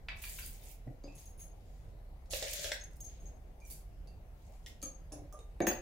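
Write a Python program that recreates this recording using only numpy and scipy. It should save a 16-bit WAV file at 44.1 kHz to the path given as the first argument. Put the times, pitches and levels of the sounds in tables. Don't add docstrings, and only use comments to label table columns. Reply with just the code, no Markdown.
import sys
import numpy as np
from scipy import signal
from scipy.fft import rfft, irfft, next_fast_len
from scipy.io import wavfile
from scipy.ndimage import uniform_filter1d

SR = 44100
rng = np.random.default_rng(int(sys.argv[2]) if len(sys.argv) > 2 else 0)


def level_to_linear(level):
    exponent = np.asarray(level, float) / 20
    return 10 ** exponent


def waveform_to_disk(signal):
    frames = np.transpose(np.atleast_2d(signal))
    scaled = np.clip(frames, -1, 1) * 32767
    samples = np.round(scaled).astype(np.int16)
    wavfile.write(sys.argv[1], SR, samples)


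N = 256220


def evened(x):
    return x / np.sqrt(np.mean(x ** 2) + 1e-20)


def read(points, hz):
    f, value = np.transpose(points)
    return np.interp(np.log(hz + 1), np.log(f + 1), value)


def add(mix, s, sound, pan_db):
    late = int(rng.integers(-1, 2))
    for ear, sign in enumerate((0.5, -0.5)):
        part = mix[ear, round(s * SR + sign * late):][:len(sound)]
        part += sound[:len(part)] * level_to_linear(sign * pan_db)


def resonate(x, hz, width):
    b, a = signal.iirpeak(min(hz, SR / 2.2), hz / width, SR)
    return signal.lfilter(b, a, x)


def ring(modes, blow=0.0001, rattle=0.19, stray=0.0091, uneven_db=2.5):
    hz, db, t60 = np.transpose(modes)[:, :, None]
    level_luck, pitch_luck = rng.standard_normal((2, len(modes), 1))
    t = np.arange(6000) / SR
    sign = (-1.0) ** np.arange(len(modes))[:, None]
    strength = sign * level_to_linear(db + uneven_db * level_luck - 60 * t / t60)
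    free = (strength * np.sin(2 * np.pi * hz * (1 + stray * pitch_luck) * t)).sum(0)
    free *= 1 - np.exp(-t / blow)
    contact = rattle * rng.standard_normal(1000) * np.exp(-t[:1000] / 0.004) / np.sqrt(0.00061 * SR)
    contact[0] = 1
    return signal.fftconvolve(free, contact)


def crack(hz, share, last_s):
    t = np.arange(900) / SR
    burst = rng.standard_normal(len(t)) * np.exp(-t / last_s) * (1 - np.exp(-t / (0.34 * last_s)))
    width = hz * np.clip(1.68 * share, 0.05, 1.6)
    burst = resonate(resonate(burst, hz, width), hz, width)
    return level_to_linear(-5) * burst / abs(burst).max()


# (frequency [Hz], level [dB per Hz])
RUMBLE = [(19, -20), (32, -3.5), (49, -8), (86, -12.5), (129, -21), (160, -16.5), (183, -30), (226, -25),
          (259, -31.5), (288, -30), (750, -30), (1200, -51.5), (1560, -70), (2640, -120)]
# (frequency [Hz], level [dB per Hz])
HISS = [(590, -46), (1000, -12), (1380, -8.5), (2130, -7.5), (2980, -12), (3340, -14), (10100, -20.5),
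        (10900, -16), (16000, -20.5)]
# (frequency [Hz], likeness [-1 to 1])
LIKENESS = [(60, 0.93), (180, 0.89), (550, 0.55), (1650, -0.16), (4970, 0.014), (15000, -0.17)]
# (frequency [Hz], left-right [dB])
LEAN = [(60, -1.5), (240, 0), (950, 6.5), (3770, 0.5), (15000, 5.5)]


def rumble():
    patchy_db, rumble_db, hiss_db = 1.6, -53.5, -73
    hz = np.fft.rfftfreq(2048, 1 / SR)
    a, b, c, d, patches = rng.standard_normal((N // 512 + 5, 1025, 5)).T
    patches = evened(uniform_filter1d(uniform_filter1d(patches, 30, 0), 8, 1))
    same = np.clip(read(LIKENESS, hz), -1, 1)[:, None]
    left = a + 1j * b
    right = same * left + np.sqrt(1 - same ** 2) * (c + 1j * d)
    lean = np.array([0.5, -0.5])[:, None, None] * read(LEAN, hz)[:, None]
    z = np.array([left, right]) * level_to_linear(patchy_db * patches + lean)
    out = np.zeros((2, N))
    for shape, db in ((RUMBLE, rumble_db), (HISS, hiss_db)):
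        noise = signal.istft(z * level_to_linear(read(shape, hz))[:, None], nperseg=2048, noverlap=1536)[1]
        out += level_to_linear(db) * evened(noise[:, :N])
    return out


# (frequency [Hz], wander [Hz], level [dB])
MOTORS = [(39.15, 3.13, -51.5), (60.05, 4.89, -59)]


def drones():
    out = np.zeros(N)
    for hz, wander_hz, db in MOTORS:
        drift = evened(uniform_filter1d(uniform_filter1d(rng.standard_normal(N), 2500), 2500))
        tone = np.sin(2 * np.pi * np.cumsum(hz + wander_hz * drift) / SR)
        out += level_to_linear(db + 1 + 1.8 * drift[::-1]) * tone
    return out * level_to_linear(np.array([[-0.8], [0.8]]))


# (time [s], level [dB], left-right [dB])
KNOCKS = [
    (0.0849, -26, -1),
    (0.102, -38, 2),
    (0.117, -35, 12),
    (0.2374, -40, 2),
    (0.385, -37, -1),
    (3.7005, -50, -2),
]
# (frequency [Hz], level [dB], time to fade 60 dB [s])
HOPPER = [(653, -22, 0.078), (1050, -9.5, 0.015), (1810, -22, 0.0067), (2190, 0.5, 0.016), (2265, 4, 0.014),
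          (2530, -4, 0.012), (2680, -8.5, 0.016), (3720, -2.5, 0.007), (4710, -10.5, 0.011)]


def hopper_knocks():
    out = np.zeros((2, N))
    for s, db, pan in KNOCKS:
        add(out, s, level_to_linear(db - 7) * ring(HOPPER, blow=0.0003, rattle=0.08, stray=0.006, uneven_db=0.6), pan)
    return out


# (time [s], level [dB], centre [Hz], width [share of centre], left-right [dB])
CLACKS = [(0.085, -25.5, 2150, 0.26, 0.5), (0.238, -35.5, 2220, 1, -3), (0.387, -38, 2400, 0.24, 3),
          (.386, -44, 1410, 0.27, 0), (2.425, -54, 810, 0.26, 7), (2.716, -47, 700, 0.076, 16),
          (4.829, -48.5, 1247, 0.15, -7.5), (5.123, -54.5, 950, 0.4, 12), (5.604, -31, 747, 0.16, 17),
          (5.668, -22.5, 1690, 0.3, 3), (5.669, -27, 2500, 0.52, -2), (5.686, -34, 2350, 0.61, 13)]


def clacks():
    out = np.zeros((2, N))
    for s, db, hz, share, pan in CLACKS:
        add(out, s, level_to_linear(db) * crack(hz, share, last_s=0.0034), pan)
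    return out


# (time [s], frequency [Hz], level [dB], time to fade 60 dB [s])
PINGS = [(.126, 660, -49, .05), (.222, 3900, -47, .006), (.238, 2440, -47, .03), (.241, 4700, -58, .12),
         (.289, 4730, -64, .2), (.42, 4700, -63, .2), (.62, 3680, -58, .02), (.867, 114, -36, .05),
         (.872, 290, -40, .05), (.877, 1950, -54, .02), (1.038, 4720, -66, .2), (1.042, 290, -42, .06),
         (1.055, 550, -49, .1), (1.08, 2588, -70, .3), (2.308, 11100, -42, .03), (2.321, 11000, -44, .02),
         (2.334, 575, -35, .06), (2.425, 14300, -43, .015), (2.481, 9000, -48, .03),
         (2.545, 10800, -47, .02), (2.637, 10650, -45, .03), (2.643, 12400, -48, .025),
         (2.718, 3590, -31, .014), (2.746, 3590, -42, .015), (2.718, 583, -32, .08),
         (3.005, 14620, -47, .06), (3.61, 2350, -70, .3), (3.65, 5950, -59, .07), (3.71, 4646, -67, .15),
         (4.075, 2680, -72, .2), (4.076, 4710, -70, .12), (4.664, 1900, -50, .05), (4.67, 2120, -54, .04),
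         (4.662, 7760, -52, .008), (4.826, 10220, -42, .012), (4.829, 4630, -51, .07),
         (4.83, 2350, -54, .04), (4.831, 265, -46, .09), (5.124, 10800, -51, .08), (5.123, 5300, -58, .04),
         (5.123, 7600, -55, .05), (5.124, 2650, -60, .04), (5.135, 560, -49, .06), (5.326, 15300, -58, .04),
         (5.34, 10100, -59, .06), (5.325, 1215, -56, .1), (5.345, 1200, -53, .1), (5.34, 600, -47, .05),
         (5.39, 3710, -60, .06), (5.39, 470, -52, .06), (5.605, 310, -28, .05), (5.61, 1890, -42, .06),
         (5.678, 555, -35, .05), (5.69, 345, -31, .09), (5.717, 4700, -48, .06)]


def pings():
    out = np.zeros((2, N))
    for s, hz, db, t60 in PINGS:
        cluster = 5 if t60 > 0.11 else 1
        stray = 0.002 * cluster ** 1.3
        modes = [(hz, db + 0.5, t60)] * cluster
        add(out, s, ring(modes, blow=0.0004, rattle=0.2, stray=stray, uneven_db=0), -1.5)
    return out


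def bean_clicks():
    per_s, spread_db = 1600, 2.0
    size = level_to_linear(spread_db * np.minimum(rng.exponential(1, (2, N)), 2.9))
    hit = rng.random((2, N)) < per_s / SR
    return size * hit * rng.standard_normal((2, N))


# (start [s], hold [s], fade [dB per s], level [dB], top octave relative level [dB])
POURS = [(0.156, 0.064, 300, -61.5, -2), (0.215, 0.22, 127, -54.5, 7), (0.606, 0.1, 456, -61, 5.5),
         (1.04, 0.078, 115, -67.5, -26), (1.145, 0.062, 190, -63, 2.5), (1.382, 0.017, 288, -66.5, 5),
         (2.303, 0.015, 185, -42, -7), (2.325, 0.35, 702, -42.5, -8.5), (2.727, 0.0018, 896, -51, 4),
         (2.74, .01, 182, -83, -15), (3.695, 0.01, 209, -58.5, 10.5), (4.666, 0.0031, 500, -56, -0.5)]


def pouring_power():
    rise_s = 0.0069
    t, power = np.arange(N) / SR, np.zeros((2, N))
    for s, hold, fade, db, top in POURS:
        rise = np.clip((t - s) / rise_s, 0, 1)
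        settle = level_to_linear(-abs(fade) * np.clip(t - s - rise_s - hold, 0, 1))
        power += (rise * settle * level_to_linear(np.array([[db], [db + top]]))) ** 2
    return power


# (frequency [Hz], level [dB per Hz])
BEANS = [(530, -38), (900, -10), (1070, -18), (2070, -0.5), (3150, -0.5), (5210, -1.5), (5970, -3.5),
         (6600, 4), (8000, -8.5), (10400, -18), (17600, -120)]


def tumbling_beans(clicks):
    grain_width, count = 0.3, 10
    kind = rng.integers(0, count, (2, N))
    fast = next_fast_len(N)
    hz = np.fft.rfftfreq(fast, 1 / SR)
    grains = 0
    for k, f in enumerate(np.geomspace(600, 16000, count)):
        grains = grains + rfft(clicks * (kind == k), fast) * np.exp(-(np.log((hz + 1) / f) / grain_width) ** 2)
    body = evened(irfft(grains * level_to_linear(read(BEANS, hz)), fast)[:, :N])
    treble = (hz < 16000) / (1 + (7500 / (hz + 1)) ** 8)
    chips = evened(irfft(grains * treble, fast)[:, :N])
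    low, top = np.sqrt(pouring_power() + sliding_power())
    return level_to_linear(np.array([[0.25], [-0.25]])) * (low * body + top * chips)


# (time [s], level [dB], centre [Hz])
HOPPER_TICKS = [(0.186, -42, 8230), (0.224, -30.5, 13400), (0.252, -33, 11100), (0.395, -32, 13400),
                (0.461, -30, 11000), (0.53, -40.5, 13500), (0.715, -38.5, 14600), (1.037, -51, 4710),
                (1.153, -57, 10400), (1.393, -57, 10200), (1.607, -66, 5000), (1.885, -65, 5000)]


def hopper_ticks():
    out = np.zeros((2, N))
    for s, db, hz in HOPPER_TICKS:
        add(out, s, level_to_linear(db) * crack(hz, 0.43, last_s=0.0018), -3)
    return out


# (middle [s], half length [s], level [dB], top octave relative level [dB])
SLIDES = [
    (0.56, 0.078, -64, -20),
    (1.734, 0.16, -75.5, -4.5),
    (3.115, 0.094, -64.5, -13),
    (3.248, 0.072, -70.5, -3),
    (3.684, 0.055, -66, 6),
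    (4.485, 0.14, -71, -2),
    (4.637, 0.015, -68, -18),
    (4.75, 0.05, -87, -10),
]


def sliding_power():
    t, power = np.arange(N) / SR, np.zeros((2, N))
    for s, half, db, top in SLIDES:
        swell = level_to_linear(-12 * np.minimum(abs(t - s) / half, 5) ** 2)
        power += (swell * level_to_linear(np.array([[db], [db + top]]))) ** 2
    return power


# (frequency [Hz], level [dB], time to fade 60 dB [s])
COUNTER_DEEP = [(107, -8, 0.042), (124, 1.5, 0.098), (166, -19, 0.11)]
# (frequency [Hz], level [dB], time to fade 60 dB [s])
COUNTER_HIGH = [(1146, -5, 0.013), (1454, -19, 0.013), (1690, 3.5, 0.0074), (1854, -4.5, 0.018),
                (2240, -7.5, 0.018), (2770, -20, 0.028), (3700, -8, 0.0063), (4670, -16, 0.0044)]


def strike_surface(blows, low):
    out = np.zeros((2, N))
    for s, db, deep, upper, pan in blows:
        thud = ring(COUNTER_DEEP, blow=0.016, stray=0.0058, uneven_db=2.8)
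        add(out, s, level_to_linear(db + deep - 3) * thud, pan - 7)
        add(out, s, level_to_linear(db - 9) * ring(low, blow=0.00018, rattle=0.25, stray=0.011, uneven_db=0.5), pan)
        panel = ring(COUNTER_HIGH, blow=0.00017, rattle=0.25, stray=0.006, uneven_db=1.2)
        add(out, s, level_to_linear(db + upper - 3.5) * panel, pan)
    return out


# (time [s], level [dB], thud relative level [dB], upper relative level [dB], left-right [dB])
THUMPS = [(0.871, -39, 11, -30, 4), (1.04, -41, -3, -14, 4), (4.827, -41.5, -23, -13, 2.5),
          (5.118, -44, -13, -13, -3), (5.131, -41, -13, -23, 4.5), (5.15, -54, -8, -21, 0),
          (5.185, -48, -13, -23, 0), (5.216, -52, -13, -27, -1), (5.324, -53.5, -30, -15, -5),
          (1.075, -40.5, -11, -27, 2), (.905, -54, -20, -33, 7)]
# (frequency [Hz], level [dB], time to fade 60 dB [s])
COUNTER_LOW = [(188, -11, 0.075), (283, 3.5, 0.079), (343, 2, 0.051), (504, -2.5, 0.022), (535, -8.5, 0.16),
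               (561.5, -2, 0.069), (700, -9.5, 0.078), (790, -11, 0.059), (970, -28, 0.033)]


def counter_thumps():
    return strike_surface(THUMPS, COUNTER_LOW)


# (time [s], main ring level [dB], upper rings relative level [dB], low ring relative level [dB])
CLINKS = [(1.0382, -62, -10, -3), (1.1534, -62, 7, -15), (1.1802, -51.5, -4, -25), (1.2557, -41, -11, -39),
          (1.3768, -60, 0, -19), (1.3961, -50, 3, -31), (1.4151, -46, -4, -32), (1.4495, -69, 13, -23),
          (1.8844, -82, -9, -3), (2.2998, -45.5, -14, -16), (2.81, -37.5, -40, -31),
          (2.8374, -34.5, -20, -27), (2.8644, -65, -17, -33), (3.0051, -32, -16, -32),
          (3.0445, -42, -13, -34), (3.062, -41, -14, -33), (3.1009, -57, -18, -24), (3.2011, -56, -18, -22),
          (3.256, -49, -30, -27), (3.602, -65, -2, -6), (3.6476, -75, -7, -6), (4.0746, -61.5, -6, -11),
          (4.8279, -38, -4, -37), (4.8474, -37, -28, -34), (5.124, -47, 0, -15), (5.3263, -46, -25, -32),
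          (5.3921, -60, -20, -2), (5.618, -37.5, -29, -15), (5.64, -42, -32, -20), (5.671, -26, -16, -27),
          (5.684, -26.5, -17, -30), (5.732, -52, -17, -25)]
# (frequency [Hz], level [dB], time to fade 60 dB [s], ring 0 main, 1-2 upper, 3 low)
SPOON = [(6481, 0, .08, 0), (6535, -9, .06, 0), (5930, -22, .05, 0), (7600, -23, .05, 0),
         (10230, 0, .08, 1), (9884, -11, .05, 1), (10480, -5, .05, 1), (14620, 0, .07, 2),
         (15250, -11, .05, 2), (4660, -4, .04, 3), (2360, -10, .03, 3), (9100, -19, .04, 3)]


def spoon_clinks():
    grip = 0.7
    out = np.zeros((2, N))
    for s, db, upper, low in CLINKS:
        shares = [0, upper, upper - 7, low]
        modes = [(f, d + db - 5.5 + shares[int(k)], t60 * grip) for f, d, t60, k in SPOON]
        add(out, s, ring(modes, blow=0.00018, rattle=0.14, stray=0.0024, uneven_db=-3.6), 2.5)
    return out


# (time [s], level [dB], centre [Hz], left-right [dB])
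CUP_TICKS = [(2.2568, -56, 5100, -2), (2.308, -44, 4940, -7), (2.3243, -30, 6260, -9),
             (2.3327, -24, 3590, -2), (2.3635, -33, 11000, 0), (2.4249, -26, 4570, -8),
             (2.48, -38, 11000, -4), (2.5088, -26, 13100, -2), (2.5312, -26, 5900, -7),
             (2.534, -24, 11000, 0), (2.343, -27, 12500, -2), (2.367, -27.5, 7950, 1), (2.44, -34, 5000, 1),
             (2.495, -30, 7500, -3), (2.5932, -31, 5500, 0), (2.6361, -31, 6000, -1),
             (2.6424, -24, 3740, -2), (2.6974, -48, 3500, -5), (2.7172, -22, 4300, 2.5),
             (2.7245, -38, 14000, -8), (2.7985, -44, 6200, -8), (2.837, -54, 10000, -20),
             (2.9102, -53, 14000, -2), (2.9311, -57, 8900, -12), (2.958, -52, 9000, 0),
             (2.9661, -48, 11900, -4), (3.003, -43.5, 13900, -4), (3.001, -53.5, 3440, -1),
             (3.033, -48, 12500, -5), (3.047, -43, 11000, 0)]


def cup_ticks():
    out = np.zeros((2, N))
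    for s, db, hz, pan in CUP_TICKS:
        add(out, s, level_to_linear(db) * crack(hz, 0.64, last_s=0.0034), pan)
    return out


# (time [s], level [dB])
CUP_HUM = [(2.29, -55), (2.335, -38.5), (2.398, -86), (2.424, -35), (2.5, -63), (2.702, -47), (2.726, -73),
           (2.802, -77), (2.88, -101)]


def cup_hum(clicks):
    hum = evened(resonate(resonate(clicks[0], 606, 124), 605, 130))
    s, db = np.transpose(CUP_HUM)
    strength = level_to_linear(np.interp(np.arange(N) / SR, s, db - 6.5, -150, -150))
    return strength * hum * level_to_linear(np.array([[3.0], [-6.0]]))


# (time [s], cup air level [dB], wall relative level [dB], left-right [dB])
DIGS = [
    (2.334, -39, 6, -2.5),
    (2.364, -63, -7, -13.5),
    (2.424, -27, -7, -2.5),
    (2.534, -38.5, -2, -4),
    (2.59, -38.5, -15, -2),
    (2.644, -34, 3, 1.5),
    (2.691, -43, 6, -5),
    (2.719, -40, 19.5, -21),
]
# (frequency [Hz], level [dB], time to fade 60 dB [s])
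CUP_AIR = [(571, -4.5, 0.041), (646, -17, 0.044), (470, -26, 0.06)]
# (frequency [Hz], level [dB], time to fade 60 dB [s])
CUP_WALL = [(1650, 1.5, 0.0069), (2160, 0, 0.0063), (3590, -23, 0.0035), (5000, -3, 0.0027),
            (5500, 2, 0.0057)]


def cup_digs():
    out = np.zeros((2, N))
    for s, db, wall, pan in DIGS:
        add(out, s, level_to_linear(db + 1.5) * ring(CUP_AIR, blow=0.0012, stray=0.008, uneven_db=1), pan + 9)
        add(out, s, level_to_linear(db + wall - 8) * ring(CUP_WALL, blow=0.00032, rattle=0.42, stray=0.0086), -1.5)
    return out


# (time [s], level [dB], centre [Hz], left-right [dB])
LATE_TICKS = [(3.602, -53, 5860, -7), (3.704, -39.5, 8340, -10), (3.7141, -40, 12900, 4),
              (4.073, -54, 4920, -16), (4.662, -31, 5270, -0.5), (4.8174, -41, 6000, -10),
              (4.8274, -28.5, 6770, 8), (5.0094, -64, 6520, 2.5), (5.1215, -33.5, 7400, -5.5),
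              (5.3255, -44.5, 6800, -6), (5.325, -65, 13600, -7), (5.39, -45, 5960, -2),
              (5.6038, -34.5, 8500, -2), (5.668, -23.5, 6800, -10), (5.6705, -24, 12000, 2),
              (5.673, -28, 9800, 14)]


def late_ticks():
    out = np.zeros((2, N))
    for s, db, hz, pan in LATE_TICKS:
        add(out, s, level_to_linear(db) * crack(hz, 0.67, last_s=0.00067), pan)
    return out


# (time [s], level [dB], thud relative level [dB], upper relative level [dB], left-right [dB])
LANDINGS = [
    (5.604, -19.5, -11, -7, -3),
    (5.622, -28.5, -20, -8, 0),
    (5.669, -21.5, -17, -2.5, 2),
    (5.676, -29.5, -20, -24, 3),
    (5.684, -29, -25, -10, 3),
    (5.697, -31, -27, -22, -1),
]
# (frequency [Hz], level [dB], time to fade 60 dB [s])
BOARD = [(189, -8, 0.13), (226, -6.5, 0.16), (282, -4.5, .05), (341, 2, 0.11), (462, -7, 0.053),
         (522, -1.5, 0.039), (602, -4.5, .06), (700, -9, 0.097), (785, -6, .045), (875, -11, 0.076),
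         (1000, -15, 0.044)]


def board_landings():
    return strike_surface(LANDINGS, BOARD)


# (frequency [Hz], level [dB], time to fade 60 dB [s])
SCOOP = [(13120, 0, .07), (15060, 3, .1), (10690, -12, .05), (12280, -15, .06), (8100, -16, .07),
         (11060, -16, .07)]


def spoon_drop():
    out = np.zeros((2, N))
    add(out, 5.669, level_to_linear(-37) * ring(SCOOP, blow=0.0025, stray=0.0008, uneven_db=0), -2.5)
    return out


# (frequency [Hz], time to fade 60 dB [s])
ROOM = [(200, 0.19), (600, 0.4), (1500, 0.39), (3000, 0.36), (8000, 0.26), (15000, 0.19)]


def room(x):
    taps = np.zeros((6, SR // 3))
    at = np.arange(90, SR // 3 - 16, 16) + rng.integers(0, 16, (6, (SR // 3 - 91) // 16))
    np.put_along_axis(taps, at, rng.choice([-1.0, 1.0], at.shape), 1)
    hz, t, z = signal.stft(taps, SR, nperseg=256)
    shared = 1 / (1 + (hz[:, None] / 700) ** 3)
    z[1::2] = shared * z[::2] + np.sqrt(1 - shared ** 2) * z[1::2]
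    tail = signal.istft(z * level_to_linear(-60 * t / read(ROOM, hz)[:, None]), SR, nperseg=256)[1]
    tail /= np.linalg.norm(tail, axis=1)[:, None]
    turn = np.pi * 2.3 * np.arange(N) / SR
    out = np.zeros((2, N))
    for k in range(3):
        sent = x * np.sqrt(2 / 3) * np.cos(turn + k * np.pi / 3)
        out += signal.fftconvolve(sent, tail[2 * k:2 * k + 2], axes=1)[:, :N]
    return out


# (time [s], level [dB])
DISTANCE = [(0, -3.5), (.2, -0.5), (.8, -1.5), (1.12, -4), (1.3, 2.5), (2.3, -1), (2.43, -2.5), (2.7, -1),
            (2.72, -3.5), (2.8, -7), (3.3, 1), (4.5, -3), (5.0, 2), (5.5, -0.5), (5.6, -3), (5.8, -1.5)]


def scene():
    floor = rumble() + drones()
    clicks = bean_clicks()
    near = level_to_linear(-7) * (tumbling_beans(clicks) + cup_hum(clicks))
    near += hopper_knocks() + clacks() + hopper_ticks() + counter_thumps() + spoon_clinks()
    near += cup_ticks() + cup_digs() + late_ticks() + board_landings() + spoon_drop()
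    close = pings()
    share = level_to_linear(np.interp(np.arange(N) / SR, *np.transpose(DISTANCE)))
    echoes = level_to_linear(3) * room((near + level_to_linear(-4) * close) * share)
    return near + close + echoes + floor


def top_cut(x):
    return signal.sosfilt(signal.butter(12, 16830, fs=SR, output="sos"), x)


def record(dry):
    edge = signal.firwin(401, 15820, fs=SR)[None]
    mix = signal.oaconvolve(dry, edge, "same")
    return top_cut(mix)


dry = scene()
out = record(dry)
waveform_to_disk(out)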